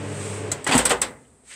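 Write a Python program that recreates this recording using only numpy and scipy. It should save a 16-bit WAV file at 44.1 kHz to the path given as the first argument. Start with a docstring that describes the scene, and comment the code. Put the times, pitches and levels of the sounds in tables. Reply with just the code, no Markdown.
"""A kitchen: a microwave oven hums, fan running, with a phone burning inside. The switch snaps off,
the hum dies and the fan runs down. The door is pushed open with a clatter of knocks and sharp latch
snaps that ring the steel case and the room. The flames are left hissing; a brief rasp swells at the end.
The treble resonance of a close, small microphone is built into the spectra, near 8 kHz."""
import sys
import numpy as np
from scipy import signal
from scipy.fft import irfft, next_fast_len
from scipy.io import wavfile
from scipy.ndimage import uniform_filter1d

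SR = 44100
rng = np.random.default_rng(int(sys.argv[2]) if len(sys.argv) > 2 else 0)


def materialize(psi):
    """Save the field psi as 16-bit PCM at rate SR to the path in sys.argv[1].

    A 1-D psi becomes a single channel; in a 2-D psi each row is a channel.
    """
    bounded = np.clip(np.atleast_2d(psi).T, -1, 1)
    quanta = np.round(bounded * 32767).astype(np.int16)
    wavfile.write(sys.argv[1], SR, quanta)


N = 68355

POWER_OFF_S = 0.528
ROOM = dict(room_db=-20.5, room_t60_s=0.51)
ROOM_TREBLE = dict(room_db=-20, room_t60_s=0.29)
# switch snap, then latch snaps: t/s, level/dB, dull part re snap/dB, ring f/Hz, t60/s
SNAP_HITS = [(.5162, -22, -2.5, 7480, 0.087), (0.643, -28, -3, 7900, 0.014),
             (0.6728, -23.5, 9, 8200, 0.051), (0.752, -20, -14, 8080, 0.1), (0.7781, -13, 1.5, 8080, 0.099),
             (0.853, -10.5, -2, 8100, 0.057), (0.8948, -19, 5.5, 8440, 0.08), (0.9145, -31, 0, 8280, 0.027),
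             (1.0157, -14, 0, 8000, 0.062)]
# door knocks: t/s, thump/dB, body/dB, clack/dB, rise/s, t60/s, note f/Hz, note level/dB
DOOR_KNOCKS = [(0.6657, -44, -20, -22.5, 0.0012, 0.12, 1950, -13.5),
               (0.6901, -21, -21, -26, 0.0015, 0.19, 2250, -17.5),
               (0.7104, -32.5, -20, -22.5, .002, 0.19, 760, -14),
               (0.7194, -24, -24.5, -21, 0.0015, 0.36, 2570, -13),
               (0.7307, -33, -23.5, -19.5, .001, 0.13, 1030, -12),
               (0.7417, -15, -20.5, -24, 0.001, 0.14, 1100, -16),
               (0.7518, -16.5, -19.5, -22, 0.001, 0.065, 420, -33),
               (0.7655, -22, -22, -24.5, 0.0015, 0.067, 900, -12),
               (0.788, -33, -21.5, -26.5, 0.0019, 0.21, 1530, -34),
               (0.9057, -46, -24.5, -16.5, 0.0007, 0.051, 600, -13),
               (0.9105, -43, -24, -19, .0007, 0.068, 757, -11),
               (0.915, -59, -18, -18, 0.0006, 0.082, 2428, -21),
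               (0.929, -45, -22.5, -36, .002, 0.16, 1050, -19)]


def snaps():
    """Switch, then latches: gritty crack, ringing metal, dull door body, low reverberant bloom."""
    # switch with its bracket, and door latch: f/Hz, level/dB (latch: re snap), t60/s
    switch_modes = [(650, -27, .06), (1400, -30, .06), (2030, -28, .06), (4060, -27, .05), (6300, -28, .05),
                    (6735, -24, .06), (6982, -27, .08), (7830, -20, .065), (10350, -34, .05)]
    latch_modes = [(7621, -14, .1), (7895, -10, .11), (8140, -9, .07), (8305, -11, .1), (8425, -10, .1),
                   (9033, -13, .1), (9663, -19, .08), (10360, -24, .08)]
    # noise parts of a snap: f/Hz, level/dB
    crack_spectrum = [(3000, -18.5), (5500, -13), (7000, -10), (7800, 1.5), (8400, 3), (9500, -4),
                      (11500, -20), (13500, -18.5), (16000, -33)]
    body_spectrum = [(60, -24), (250, 5.5), (700, 3), (1100, 3), (1400, 7), (1900, 6), (4000, 1.5),
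                     (6000, -5), (12000, -30)]
    bloom_spectrum = [(50, -28.5), (120, -13), (260, -2), (520, 3.5), (800, -8), (2000, -8), (4000, -39)]
    crack_peak_hz = 8200
    out = ring(switch_modes, SNAP_HITS[0][0], rise_s=0.00032)
    for t_s, db, dull_db, ring_hz, t60_s in SNAP_HITS:
        grit = unit(undb(2.2 * walk(1200)))
        crack = undb(-2.5) * noise(crack_spectrum, ring_hz / crack_peak_hz) * grit
        crack *= blow(t_s, 0.00037, t60_s, hold_s=0.0043, **ROOM_TREBLE)
        body = undb(-7) * noise(body_spectrum)
        body *= blow(t_s, rise_s=0.005, t60_s=0.17, room_db=-30, room_t60_s=0.22)
        bloom = undb(-15) * noise(bloom_spectrum) * attack(t_s, 0.018) * fade(t_s, 0.42)
        out += undb(db) * (crack + undb(dull_db) * (body + bloom))
    for t_s, db, *_ in SNAP_HITS[1:]:
        out += undb(db) * ring(latch_modes, t_s, rise_s=0.00091)
    return out


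def chatter():
    """Each snapping part bounces in a quick, uneven run of dry clicks."""
    # one bounce: f/Hz, level/dB, t60/s
    click_modes = [(4500, -14, .002), (7300, -6, .002), (8250, 0, .004), (10500, -14, .0015),
                   (13300, -16, .0015)]
    bounces, mean_gap_s, first_db, loss_db = 5, 0.0016, 2.6, 1
    hits = np.zeros(N)
    for t_s, db, *_ in SNAP_HITS:
        gaps_s = mean_gap_s * (0.5 + rng.random(bounces))
        times_s = t_s + np.cumsum(gaps_s) - gaps_s[0]
        hits[(times_s * SR).astype(int)] += undb(db + first_db - loss_db * np.arange(bounces))
    return signal.fftconvolve(hits, ring(click_modes, 0, rise_s=0.0001))[:N]


def door():
    """The door jolts free. Per knock: thump, hollow body, plastic clack, note of the struck part."""
    # low, damped panel modes: f/Hz, level re thump/dB, t60/s
    panel_modes = [(135, -4, .025), (245, 4, .018)]
    # noise parts of a knock: f/Hz, level/dB
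    boom_spectrum = [(30, -55.5), (58, -17), (90, -19), (130, -1.5), (250, 7.5), (340, -0.5), (700, -51)]
    body_spectrum = [(150, -15), (300, -9.5), (460, -4), (620, -5), (860, -2.5), (1150, -8), (1600, -6),
                     (4000, -52.5)]
    clack_spectrum = [(600, -25.5), (1300, -33), (1900, 1.5), (2400, -5), (3000, 0), (4000, -9.5),
                      (5800, -16), (8200, -3), (10500, -21.5), (15000, -39.5)]
    boom_t60_s, note_t60_s = 0.12, 0.038
    out = np.zeros(N)
    for t_s, thump_db, body_db, clack_db, rise_s, t60_s, note_hz, note_db in DOOR_KNOCKS:
        boom = undb(-2.5) * noise(boom_spectrum) * blow(t_s, rise_s, boom_t60_s, **ROOM)
        thump = undb(thump_db) * (ring(panel_modes, t_s, rise_s) + boom)
        body = undb(body_db) * noise(body_spectrum) * blow(t_s, rise_s, t60_s, **ROOM)
        clack = undb(clack_db) * noise(clack_spectrum) * blow(t_s, rise_s, t60_s, **ROOM_TREBLE)
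        rattle = unit(undb(1.5 * walk(600)))
        note = ring([(note_hz, note_db, note_t60_s)], t_s, rise_s)
        out += thump + body + clack * rattle + note
    return out


def swing():
    """The freed door wobbles on its hinges and clunks against its stop."""
    # door on its stop: f/Hz, level/dB, t60/s
    stop_modes = [(390.5, -22.5, 0.19), (479, -16, 0.18), (1000, -33.5, 0.066), (1242, -27, 0.19)]
    wobble_hz, wobble_db, wobble_t60_s = 58, -29, 0.7
    wobble = ring([(wobble_hz, wobble_db, wobble_t60_s)], t_s=0.743, rise_s=0.0043)
    return wobble + ring(stop_modes, t_s=0.914, rise_s=0.00123)


def scrape():
    """The metal latch hook drags briefly over its catch."""
    # hook resonances: f/Hz, width/Hz, level/dB
    hook_bands = [(3540, 220, -31.5), (4610, 220, -25.5), (4970, 200, -28.5)]
    t_s, hold_s = 0.7215, 0.0068
    return stirred(hook_bands) * attack(t_s, 0.00207) * fade(t_s + hold_s, 0.05)


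def case():
    """Every knock and snap rings the steel case; reflections blur its modes."""
    # steel case: f/Hz, level/dB, t60/s
    case_modes = [(128.2, -44, 0.92), (256, -44, 0.9), (480, -41, 0.49), (505, -41, 0.66), (845, -36, 0.4),
                  (980, -37.5, 0.34), (1050, -37.5, 0.26), (1212, -39, 0.33), (1860, -35, 0.11),
                  (2040, -42, 0.45), (2566, -45, 0.17), (2923, -46, 0.2), (3490, -43, 0.16)]
    snap_drive_db, rise_s, blur_hz = 2.5, 0.004, 55
    max_body_db = max(row[2] for row in DOOR_KNOCKS)
    max_snap_db = max(row[1] for row in SNAP_HITS)
    hits = np.zeros(N)
    for t_s, _, body_db, *_ in DOOR_KNOCKS:
        hits[int(t_s * SR)] += undb(body_db - max_body_db) ** 2
    for t_s, db, dull_db, *_ in SNAP_HITS:
        hits[int(t_s * SR)] += undb(snap_drive_db + db + dull_db - max_snap_db) ** 2
    rise_pole = np.exp(-1 / (rise_s * SR))
    drive = signal.lfilter([1 - rise_pole], [1, -rise_pole], hits) + 1e-18
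    out = np.zeros(N)
    for hz, db, t60_s in case_modes:
        decay_pole = np.exp(-2 * np.log(1000) / (t60_s * SR))
        energy = signal.lfilter([1], [1, -decay_pole], drive)
        out += undb(db) * np.sqrt(energy) * np.sin(2 * np.pi * hz * since(0) + 2 * walk(blur_hz))
    return out


def transformer():
    """Mains hum that dies quickly at power-off."""
    # hum: harmonic number, rms level/dB
    harmonics = [(1, -35.5), (2, -43), (3, -51.5), (4, -47.5), (5, -53.5)]
    hum_hz = 100.37
    hum = sum(undb(db) * sine(k * hum_hz * since(0)) for k, db in harmonics)
    return np.sqrt(2) * hum * fade(POWER_OFF_S, 0.14)


def fan():
    """Wavering blade tones, stirred case and rushing air; the fan runs down after power-off."""
    # blade tones: harmonic number, rms level/dB
    harmonics = [(1, -43.5), (2, -45), (3, -49.5), (4, -51), (6, -57)]
    # case resonances: f/Hz, width/Hz, level/dB
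    drone_bands = [(116.3, 20, -55), (410, 30, -48), (440.3, 45, -48), (509, 18, -51), (1044, 30, -54)]
    # air rush: f/Hz, level/dB
    air_spectrum = [(24, -70), (40, -15.5), (66, -31.5), (91, -5), (244, -10.5), (432, -5), (784, -15.5),
                    (2580, -20.5), (4230, -32.5), (8270, -35), (15000, -74)]
    blade_hz, sag_per_s, waver_db = 144.1, 0.65, 2.5
    cycles = np.cumsum(blade_hz * np.exp(-sag_per_s * since(POWER_OFF_S))) / SR
    blades = sum(undb(db + waver_db * walk(11)) * sine(k * cycles) for k, db in harmonics)
    running = np.sqrt(2) * blades + stirred(drone_bands) + undb(-35.5) * noise(air_spectrum)
    return running * fade(POWER_OFF_S, 1.08)


def flames():
    """Burning plastic hisses in swells with a fine flicker, and spits once, faintly."""
    # hiss and spit: f/Hz, level/dB
    hiss_spectrum = [(500, -20), (2000, -7), (5500, -12.5), (7000, -7), (8250, 2.5), (9500, -10),
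                     (11500, -26), (15000, -36)]
    spit_spectrum = [(1200, -22), (2400, -9), (3100, 7), (3900, -11), (7000, -20), (12000, -35)]
    # hiss swells: t/s, level/dB
    swells = [(0, -49.5), (.1, -44.5), (.25, -37), (.38, -41), (0.458, -47.5), (0.619, -53.5),
              (1.149, -61.5), (1.43, -67), (1.482, -48.5), (1.52, -44.5), (1.55, -45)]
    spit_s, flicker_db = 1.247, 0.5
    spit = undb(-56.5) * noise(spit_spectrum) * attack(spit_s, 0.0025) * fade(spit_s, 0.058)
    hiss_db = np.interp(since(0), *np.transpose(swells))
    return noise(hiss_spectrum) * undb(hiss_db + flicker_db * walk(400)) + spit


def rasp():
    """A soft rasp swells at the end and starts to fall."""
    # rasp: f/Hz, level/dB
    spectrum = [(100, -29), (900, -9), (1400, -4), (1850, 6), (3200, 1.5), (5500, -8), (8200, -4),
                (11000, -32), (15000, -43)]
    peak_s, rise_s, fall_s = 1.518, 0.015, 0.1
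    age_s = since(0) - peak_s
    envelope = np.exp(np.minimum(age_s / rise_s, -age_s / fall_s))
    return undb(-42 + 1.9 * walk(250)) * noise(spectrum) * envelope


def kitchen():
    """Steady, quiet room noise."""
    # room noise: f/Hz, level/dB
    spectrum = [(18, -62), (30, -35), (75, -3.5), (99, -18), (260, -15), (304, -25.5), (384, -16),
                (735, -25), (2130, -36), (4900, -74), (8250, -22.5), (15000, -69)]
    return undb(-57) * noise(spectrum)


def ring(modes, t_s, rise_s):
    """Struck modes (f/Hz, level/dB, t60/s) that swell briefly and decay."""
    tone = sum(undb(db) * fade(t_s, t60_s) * sine(hz * since(t_s)) for hz, db, t60_s in modes)
    return tone * attack(t_s, rise_s)


def stirred(bands):
    """Resonances (f/Hz, width/Hz, level/dB) kept ringing by irregular pushes."""
    out = np.zeros(N)
    for hz, width_hz, db in bands:
        pushes = walk(width_hz) + 1j * walk(width_hz)
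        out += undb(db) * np.real(pushes * np.exp(2j * np.pi * hz * since(0)))
    return out


def noise(spectrum, pitch_ratio=1):
    """Noise of rms 1, shaped by spectral density points (f/Hz, level/dB)."""
    hz, db = np.array(spectrum, float).T
    size = next_fast_len(N)
    bins_hz = np.maximum(np.fft.rfftfreq(size, 1 / SR), 1)
    gain = undb(np.interp(np.log(bins_hz), np.log(hz * pitch_ratio), db))
    phasors = np.exp(2j * np.pi * rng.random(len(bins_hz)))
    return unit(irfft(gain * phasors, size)[:N])


def blow(t_s, rise_s, t60_s, room_db, room_t60_s, hold_s=0):
    """Impact envelope: rise, hold, decay of the oven, tail of the kitchen."""
    tail = undb(room_db) * fade(t_s, room_t60_s)
    return attack(t_s, rise_s) * np.hypot(fade(t_s + hold_s, t60_s), tail)


def attack(t_s, rise_s):
    """0 until t_s, then an exponential approach to 1."""
    return 1 - np.exp(-since(t_s) / rise_s)


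def fade(t_s, t60_s):
    """1 until t_s, then an exponential decay."""
    return np.exp(-np.log(1000) * since(t_s) / t60_s)


def walk(rate_hz):
    """Smooth random wander of rms 1."""
    step = max(int(SR / rate_hz), 1)
    stairs = np.repeat(rng.standard_normal(N // step + 1), step)
    return unit(uniform_filter1d(stairs, step)[:N])


def sine(cycles):
    """Sine with a random starting phase."""
    return np.sin(2 * np.pi * (cycles + rng.random()))


def since(t_s):
    """Seconds since t_s, 0 before it."""
    return np.maximum(np.arange(N) / SR - t_s, 0)


def undb(db):
    """Decibels to gain."""
    return 10 ** (np.asarray(db) / 20)


def unit(x):
    """Scale to rms 1."""
    return x / np.sqrt(np.mean(x ** 2))


def scene():
    """Oven, door and fire in a quiet kitchen; mono."""
    oven = transformer() + fan()
    clatter = snaps() + chatter() + door() + scrape() + case() + swing()
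    return (oven + clatter + flames() + rasp() + kitchen())[None]


def record(dry):
    """The recorder cuts the deepest bass and the top."""
    low_hz, top_hz = 38, 15600
    highpass = signal.butter(4, low_hz, "high", fs=SR, output="sos")
    lowpass = signal.ellip(8, 0.2, 70, top_hz, fs=SR, output="sos")
    return signal.sosfilt(lowpass, signal.sosfilt(highpass, dry))


dry = scene()
out = record(dry)
materialize(out)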